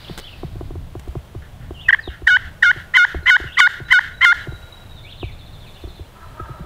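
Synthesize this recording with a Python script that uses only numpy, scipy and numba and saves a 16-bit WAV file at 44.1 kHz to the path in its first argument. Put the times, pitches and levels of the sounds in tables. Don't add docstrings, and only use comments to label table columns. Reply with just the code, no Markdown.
import sys
import numpy as np
from scipy import signal
from scipy.fft import rfft, irfft, next_fast_len
from scipy.io import wavfile
from scipy.ndimage import uniform_filter1d, map_coordinates
from numba import njit

SR = 44100
rng = np.random.default_rng(int(sys.argv[2]) if len(sys.argv) > 2 else 0)


def digitize_waveform(pressure):
    field = np.atleast_2d(pressure).T
    bounded = np.clip(field, -1, 1)
    quanta = np.round(bounded * 32767).astype(np.int16)
    wavfile.write(sys.argv[1], SR, quanta)


def volts_from_db(level):
    exponent = np.asarray(level, float) / 20
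    return 10 ** exponent


N = 293265
TIME = np.arange(N) / SR
TOP_HZ = 15700


def unit(x):
    return x / np.sqrt(np.mean(x ** 2) + 1e-20)


def along(points, hz):
    f, v = np.transpose(points)
    return np.interp(np.log(hz + 1), np.log(f + 1), v)


def wobble(rate):
    return map_coordinates(rng.standard_normal(int(N * rate / SR) + 4), [TIME * rate])


def filtered(x, response):
    m = next_fast_len(N + SR // 2)
    return irfft(rfft(x, m) * response(np.fft.rfftfreq(m, 1 / SR)), m)[:N]


def noise(spectrum):
    return unit(filtered(rng.standard_normal(N), lambda hz: volts_from_db(along(spectrum, hz))))


def step(t, width):
    return .5 + .5 * np.tanh(t / width)


def bump(s, width):
    return np.exp(-((TIME - s) / width) ** 2)


def ring(t, hz, t60, rise):
    t = np.maximum(t, 0)
    return np.sin(2 * np.pi * hz * t) * volts_from_db(-60 * t / t60) * (1 - np.exp(-t / rise))


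# [f/Hz, t60/s]
TRUNK_DECAY = [(300, .6), (1500, 1.8), (2500, 1.0), (3500, .45), (10000, .2)]


def woods(x):
    hz, t, z = signal.stft(rng.standard_normal(SR), SR, nperseg=256)
    decay = volts_from_db(-60 * t / along(TRUNK_DECAY, hz)[:, None])
    tail = signal.istft(z * decay, SR, nperseg=256)[1]
    delayed = np.pad(x, (600, 0))
    return signal.fftconvolve(delayed, tail / np.linalg.norm(tail))[:N]


def thicket(x, t60):
    tail = rng.standard_normal(SR // 4) * volts_from_db(-60 * np.arange(SR // 4) / SR / t60)
    return signal.fftconvolve(x, tail / np.linalg.norm(tail))[:N]


# [f/Hz, level/dB]
WIND_SPECTRUM = [(12, -29.5), (20, 5.5), (43, -5), (77, 1), (166, -8), (202, -19), (274, -17), (300, -21),
                 (390, -52), (660, -120)]
# [t/s, half width/s, level/dB]
WIND_GUSTS = [
    (.68, 0.22, 10.5),
    (1.62, 0.23, 6),
    (2.468, 0.079, 7.5),
    (2.8, 0.25, 2),
    (3.18, 0.034, 17.5),
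    (3.35, 0.58, -2.5),
    (3.5, 0.031, 6),
    (4.15, 0.095, 2),
    (6.6, 0.27, -0.5),
]


def wind():
    lumps = unit(volts_from_db(1.94 * wobble(10.0)) * noise(WIND_SPECTRUM))
    gust_db = sum(db * bump(s, width) for s, width, db in WIND_GUSTS)
    return volts_from_db(-40.5 + gust_db) * lumps


# [f/Hz, level/dB]
AIR_SPECTRUM = [(120, -32), (200, 3.5), (249, -29), (321, -3.5), (535, -5), (607, -2.5), (975, -7.5),
                (2380, -14.5), (3190, -13.5), (5210, -23.5), (13400, -27), (15500, -26)]


def woodland_air():
    return volts_from_db(-49 + 0.73 * wobble(3.64)) * noise(AIR_SPECTRUM)


# [f/Hz, level/dB]
CHORUS_SPECTRUM = [(2200, -4.5), (2800, -8), (3700, 0), (4200, -3.5), (4600, -5.5), (5500, -14.5),
                   (6200, -23.5)]


def far_chorus():
    fade_db = -33.5 * (1 - bump(0, 0.79))
    return volts_from_db(-43.5 + fade_db + 1.5 * wobble(34.0)) * noise(CHORUS_SPECTRUM)


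# [t/s, level/dB, beak opening/dB per octave]
GOBBLE_SYLLABLES = [(6.165, -46, 3), (6.237, -42, 0.5), (6.29, -49.5, 0), (6.33, -57, -2), (6.365, -50, -8),
                    (6.4, -40.5, 10), (6.46, -43.5, 2), (6.485, -44.5, -6), (6.54, -53, -6),
                    (6.58, -47, -9), (6.63, -48.5, -8)]
# [f/Hz, width/Hz, level/dB]
THROAT_BANDS = [(1280, 200, -1), (683, 220, -7.5), (966, 160, -5.5), (1565, 270, -7.5)]


def gobble():
    phase = 2 * np.pi * np.cumsum(312 * (1 + .06 * wobble(30))) / SR
    pulses = np.exp(6 * np.cos(phase)) * (1 + 2.1 * rng.standard_normal(N))
    out = 0
    for centre, width, band_db in THROAT_BANDS:
        def resonance(f):
            damping = 1j * f * width
            return (damping / (centre * centre - f * f + damping)) ** 2

        band = unit(filtered(pulses, resonance))
        octaves = np.log2(centre / THROAT_BANDS[0][0])
        effort = 0
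        for s, level_db, beak_db in GOBBLE_SYLLABLES:
            syllable = bump(s, 0.015) + volts_from_db(-9) * bump(s, 0.042)
            effort = effort + volts_from_db(level_db + beak_db * octaves) * syllable
        out = out + band * effort * volts_from_db(band_db + 3.9 * wobble(40))
    return out * volts_from_db(0.97 * wobble(80))


def note(out, start, end, hz, db, edge):
    length = end - start
    t = np.arange(round(length * SR)) / SR
    pitch = np.polyval(np.polyfit([0, .5, 1], hz, deg=2), t / length)
    swell = step(t - edge, edge) * step(length - edge - t, edge)
    tone = volts_from_db(db + 2) * swell * np.sin(2 * np.pi * np.cumsum(pitch) / SR)
    return out + np.pad(tone, (round(start * SR), N))[:N]


# [start t/s, end t/s, f/Hz, level/dB]
SPARROW_WHISTLES = [(.005, 0.042, 4750, -54.5), (0.108, .165, 4600, -53), (0.196, 0.254, 4530, -55.5),
                    (3.22, 3.287, 4120, -53), (3.845, 3.903, 3920, -55), (4.137, 4.207, 3900, -48.5),
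                    (4.39, 4.44, 3950, -48.5), (4.47, 4.505, 3870, -55), (4.515, 4.57, 3890, -46),
                    (4.587, 4.61, 3870, -53), (4.624, 4.652, 3890, -47), (4.668, 4.69, 3870, -51),
                    (4.722, 4.753, 3880, -46), (4.765, 4.79, 3860, -52), (4.803, 4.84, 3870, -48),
                    (4.858, 4.874, 3880, -48.5), (5.906, 6.074, 4040, -64), (6.21, 6.301, 4030, -62),
                    (6.458, 6.642, 3970, -65)]


def sparrow_whistles():
    out = np.zeros(N)
    for start, end, hz, db in SPARROW_WHISTLES:
        out = note(out, start, end, [hz, hz, hz], db, edge=.002)
    return out


def sparrow_trill():
    out = np.zeros(N)
    for k in range(16):
        start = 4.887 + .0706 * k
        db = -41.5 - 0.28 * k + rng.normal(0, 1.0)
        top_hz = 4320 - 540 * np.exp(-(k / 1.37) ** 2)
        end_hz = 3473 + 304 * np.exp(-k / 0.75)
        sweep = [top_hz + 150, end_hz + .4 * (top_hz - end_hz), end_hz + 40]
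        out = note(out, start, start + .027, sweep, db - 4, edge=.003)
        hook = end_hz + np.array([200, -20, 80]) + rng.normal(0, 40)
        out = note(out, start + .02, start + .043, hook, db - 6 + rng.normal(0, 2), edge=.003)
    return out


# [t/s, length/s, first f/Hz, last f/Hz, level/dB]
WARBLER_GLIDES = [(0.039, 0.02, 3940, 2460, -39), (0.075, 0.016, 2700, 3950, -38),
                  (0.205, .028, 3010, 2960, -46), (0.237, 0.025, 2925, 3700, -42),
                  (0.265, 0.023, 3700, 2480, -38.5), (0.305, .039, 3150, 2520, -46),
                  (1.742, .043, 3250, 2694, -46), (1.848, 0.035, 2650, 2530, -40),
                  (1.781, 0.045, 2710, 3830, -40.5), (1.821, .024, 3330, 2690, -41.5),
                  (1.998, .022, 4740, 5070, -55), (2.018, .02, 4740, 3950, -48),
                  (2.035, .045, 4000, 3590, -42), (2.077, 0.019, 3580, 2640, -37),
                  (3.468, 0.031, 3050, 2590, -41), (3.506, .037, 2560, 4040, -42),
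                  (3.54, 0.024, 3780, 2470, -37.5), (5.034, .087, 2200, 4100, -47),
                  (5.119, 0.017, 3970, 2500, -39), (5.197, 0.054, 4200, 2230, -40.5),
                  (5.267, .036, 2730, 2030, -48.5), (5.634, 0.055, 3580, 2290, -53.5),
                  (5.752, 0.028, 2630, 3330, -52), (5.795, 0.024, 2340, 3330, -53.5)]


def warbler():
    out = np.zeros(N)
    for start, length, first_hz, last_hz, db in WARBLER_GLIDES:
        middle = max(.56 - 4.5 * length, .26)
        mid_hz = min(first_hz, last_hz) + abs(first_hz - last_hz) * middle
        out = note(out, start, start + length, [first_hz, mid_hz, last_hz], db, edge=0.0026)
    return out


def birds():
    near, far, trill = warbler(), sparrow_whistles(), sparrow_trill()
    near = near * volts_from_db(2.2 * wobble(200))
    blur = volts_from_db(-1) * thicket(near, t60=.2) + volts_from_db(-5) * thicket(far, t60=.25)
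    blur = blur + thicket(trill, t60=.09) + volts_from_db(-1) * thicket(trill, t60=.25)
    return near + far * volts_from_db(3.8 * wobble(140)) + 0.13 * trill + blur


# [t/s, peak level/dB]
LEAF_SNAPS = [
    (0.1769, -14.5),
    (0.1847, -18),
    (0.1916, -21),
    (0.198, -23.5),
    (0.9955, -24.5),
    (1.0824, -33.5),
]
# [f/Hz, level/dB]
LEAF_SPECTRUM = [(180, 0), (300, -6), (863, -16.5), (1970, -10), (2560, -22.5), (2980, -13.5),
                 (5950, -24.5), (8280, -21), (9760, -28.5), (15500, -29.5)]


def leaf_snaps():
    bursts = 0
    for s, db in LEAF_SNAPS:
        decay_db = -60 * np.abs(TIME - s) / 0.024
        bursts = bursts + volts_from_db(db - 6 + decay_db) * (TIME >= s)
    return bursts * noise(LEAF_SPECTRUM)


# [t/s, peak level/dB, boom level/dB]
TWIG_KNOCKS = [(.096, -24, -9.5), (0.432, -19.5, -9.5), (.555, -29.5, -1), (.609, -20.5, -14),
               (.706, -24.5, -16), (.754, -25, -7), (.952, -22, -9), (1.075, -26.5, -3.5),
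               (1.153, -20, -6.5), (1.349, -25.5, -4), (1.59, -68, 18), (1.707, -22, -10.5),
               (2.075, -20.5, -8.5), (2.219, -27.5, -4), (2.761, -29, -5.5), (3.145, -18.5, -7.5),
               (3.227, -34, -4), (3.4, -23.5, -8.5), (3.439, -28, -4.5), (3.801, -27, -4.5),
               (4.471, -24, -5), (4.521, -29.5, -2.5), (5.229, -19, -7), (5.838, -25.5, -4),
               (5.873, -30, -15), (5.994, -29, -4.5), (6.398, -24, -6.5), (6.492, -30.5, -1.5),
               (6.594, -34.5, 1.5), (6.639, -35, -3)]


def twig_knocks():
    out, t = np.zeros(N + SR), np.arange(SR // 8) / SR
    luck = rng.standard_normal((len(TWIG_KNOCKS), 4))
    for (s, db, boom_db), r in zip(TWIG_KNOCKS, luck):
        tick_db = -11.5 + 0.5 * (db + 24)
        body = ring(t - .001, 350 * (1 + 0.015 * r[0]), 0.027, 0.0015)
        tick = ring(t, 1032, 0.0084, 0.00055)
        tick = tick + ring(t - .002, 700 * (1 + 0.028 * r[1]), 0.024, 0.0026)
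        boom = ring(t - .011, 105 * (1 + 0.25 * r[2]), 0.053, 0.0057)
        boom = boom + 0.44 * ring(t - .014, 66 * (1 + 0.11 * r[3]), 0.14, 0.013)
        knock = body + volts_from_db(tick_db + 3.5) * tick + volts_from_db(boom_db + 12.0) * boom
        out[round(s * SR):][:len(t)] += volts_from_db(db + 6.5) * knock
    return out[:N]


# [start t/s, end t/s, level/dB]
STRAY_SCRAPES = [
    (1.419, 1.474, -46.5),
    (1.61, 1.68, -52),
    (1.93, 1.978, -37.5),
    (2.098, 2.165, -40),
    (3.884, 3.93, -30),
]
# [f/Hz, level/dB]
CHALK_SPECTRUM = [(410, -47), (700, -38), (1110, -14), (1180, -20.5), (1400, 0), (1740, 2.5), (2190, -6.5),
                  (2310, -22.5), (3100, -9.5), (4790, -26.5), (6430, -32), (11500, -46), (12700, -33),
                  (15000, -51)]


def lid_scrapes():
    back = [(end + 0.0027, end + 0.12, -34 + 0.42 * db) for _, _, end, _, db in STROKES[3:]]
    drag = 0
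    for start, end, db in STRAY_SCRAPES + back:
        drag = drag + volts_from_db(db) * step(TIME - start, 0.002) * step(end - TIME, 0.035)
    return drag * unit(volts_from_db(1.6 * wobble(83)) * noise(CHALK_SPECTRUM))


# [start t/s, break t/s, end t/s, low pitch f/Hz, pressure level/dB]
STROKES = [
    (1.884, 1.8935, 1.9085, 722, -3),
    (1.925, 1.935, 1.949, 738, -3),
    (1.986, 2.03, 1.999, 800, -15),
    (2.269, 2.2795, 2.371, 740, -4),
    (2.624, 2.634, 2.716, 718, -3),
    (2.939, 2.973, 3.052, 712, 5),
    (3.259, 3.304, 3.368, 722, 5),
    (3.571, 3.607, 3.676, 712, 7),
    (3.906, 3.93, 3.994, 718, 6),
    (4.21, 4.253, 4.329, 695, 7),
]
# [f/Hz, level/dB]
BOX_WALLS = [(600, -68), (730, -33), (870, -26), (1080, -6.5), (1420, -2), (1900, 1), (2140, -1.5),
             (2270, -15), (2430, -50.5), (2700, -25.5), (3000, -13.5), (3600, -10.5), (4500, -23),
             (6500, -26), (9000, -38), (15000, -41.5)]
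# [f/Hz, level/dB]
CALL_TONE = [(450, -24), (820, 0), (2280, 0), (2480, -12), (2750, 0), (10500, 0), (15500, -9)]
SNAG_S = 3.589


def slip_pitch(t, stroke, low, climb, lift, snag):
    start, brk, end, low_hz, db = stroke
    high_hz = 1002 + 8 * max(db, -5)
    jump = 1 + .21 * snag * np.exp(-np.abs(t - SNAG_S) / .011)
    high = high_hz * jump * (1 - 0.13 * (1 - climb) ** 3.2)
    quick = 0.28 * np.exp(-(brk - start) / 0.014)
    bounce = quick * np.exp(-((t - brk - .017) / 0.0058) ** 2)
    settle = .055 * min((brk - start) / .03, 1) * np.exp(-np.abs(t - brk) / .025)
    ease = .075 * np.exp(np.minimum(t - end, 0) / .016)
    return high * (1 - low) + low_hz * (1 + bounce + lift + settle + ease - .017) * low


def box_call():
    out, flutter, rasp, shake = np.zeros(N), wobble(120), wobble(700), wobble(1500)
    patchy = wobble(45)
    for stroke in STROKES:
        start, brk, end, low_hz, db = stroke
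        part = slice(round((start - .01) * SR), round((end + .01) * SR))
        t, cluck = TIME[part], end - start < .03
        low = step(t - brk, 0.003)
        climb = np.clip((t - start) / (brk - start), 0, 1)
        lift = 0.33 * np.exp(np.minimum(t - end, 0) / 0.00378)
        snag = step(t - SNAG_S, .0015) * step(SNAG_S + .013 - t, .0015)
        pitch = slip_pitch(t, stroke, low, climb, lift, snag)

        uneven = np.clip((min(brk, end) - start) / .045, .4, 1)
        hoarse = .08 + (1 - low) * uneven * (1 - .7 * climb ** 3)
        phase = 2 * np.pi * np.cumsum(pitch * (1 + .006 * flutter[part])) / SR
        phase = phase + .13 * hoarse * shake[part]

        jolt_db = (6 + .4 * max(db, 0)) * np.exp(-((t - brk + .002) / .003) ** 2)
        rising_db = min(db, -5) - 11 * (1 - climb) ** 3
        level_db = jolt_db + rising_db * (1 - low) + db * step(t - brk - .003, 0.011)
        grip = volts_from_db(level_db) * step(t - start, .002) * step(end - t, .0015)
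        grip = grip * (1 + .24 * hoarse * rasp[part])

        fresh_s = 0.031 + 0.039 * max(5.5 - db, 0)
        fresh_db = 12 * np.exp(-(np.maximum(t - brk, 0) / fresh_s) ** 2)
        dull_db = 3.6 * np.clip((t - brk) / (end - brk), 0, 1) ** 2
        dull_db = dull_db + 0.031 * (4.0 - db) + 1.3 * cluck

        for k in range(1, 21):
            hz = k * pitch
            slip_db = -9 * (k > 2) - dull_db * max(k - 3, 0) ** 0.74
            if k == 1:
                slip_db = slip_db + (27.0 + 2 * db) * lift * low - 14 * (1 - low) * (1 - climb)
            if k > 3:
                own_swell = patchy[part.start - 2000 * k:][:len(t)]
                slip_db = slip_db - 5 * (1 - low) * (1 - climb ** 4) + 2.5 * own_swell
            slip_db = slip_db - cluck * (6 * (k == 1) + 9 * step(hz - 3350, 120))
            wall_db = along(BOX_WALLS, hz) + fresh_db * np.exp(-((hz - 3050) / 220) ** 2)
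            squeal = volts_from_db(wall_db + slip_db) * (1 - 1.1 * snag) * np.sin(k * phase + 0.67 * k * k)
            hard_slip = snag * volts_from_db(-1 - 4 * k) * np.cos(k * phase)
            out[part] += grip * (squeal + hard_slip) * (hz < TOP_HZ)

        tear = uniform_filter1d(np.diff(rng.standard_normal(len(t) + 1)), size=4)
        crack = tear * np.exp(-((t - brk + 0.0054) / 0.0035) ** 2)
        out[part] += volts_from_db(-23.5 + db - 5 * cluck) * crack
        under = np.sin(2 * np.pi * 2 * low_hz * t + 0.5 * rasp[part])
        out[part] += grip * volts_from_db(-13.5) * (1 - low) * hoarse * under
    return filtered(out, lambda hz: volts_from_db(along(CALL_TONE, hz)))


def scene():
    call, song, turkey = box_call(), birds(), gobble()
    echo = woods(volts_from_db(-45) * call + volts_from_db(-14) * song)
    echo = echo + volts_from_db(-19.5) * thicket(np.diff(call, prepend=0), t60=.5)
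    far = turkey + volts_from_db(-8) * woods(turkey)
    background = wind() + woodland_air() + far_chorus()
    close = call + lid_scrapes() + twig_knocks() + leaf_snaps()
    return (background + volts_from_db(-2) * far + song + echo + close)[None]


@njit
def follow(level, attack, release):
    out, e = np.empty_like(level), 0.
    for i in range(len(level)):
        e += (level[i] - e) * (attack if level[i] > e else release)
        out[i] = e
    return out


def top_cut(x):
    return signal.sosfilt(signal.butter(12, 15690, fs=SR, output="sos"), x)


def record(dry):
    loud = follow(np.abs(dry[0]), 1 / (.004 * SR), 1 / (.009 * SR))
    x = dry / np.maximum(1, loud / volts_from_db(-10))
    x = x / (1 + np.abs(x / 1.02) ** 12) ** (1 / 12)
    x = filtered(x[0], lambda hz: hz < TOP_HZ)[None]
    return top_cut(x)


dry = scene()
out = record(dry)
digitize_waveform(out)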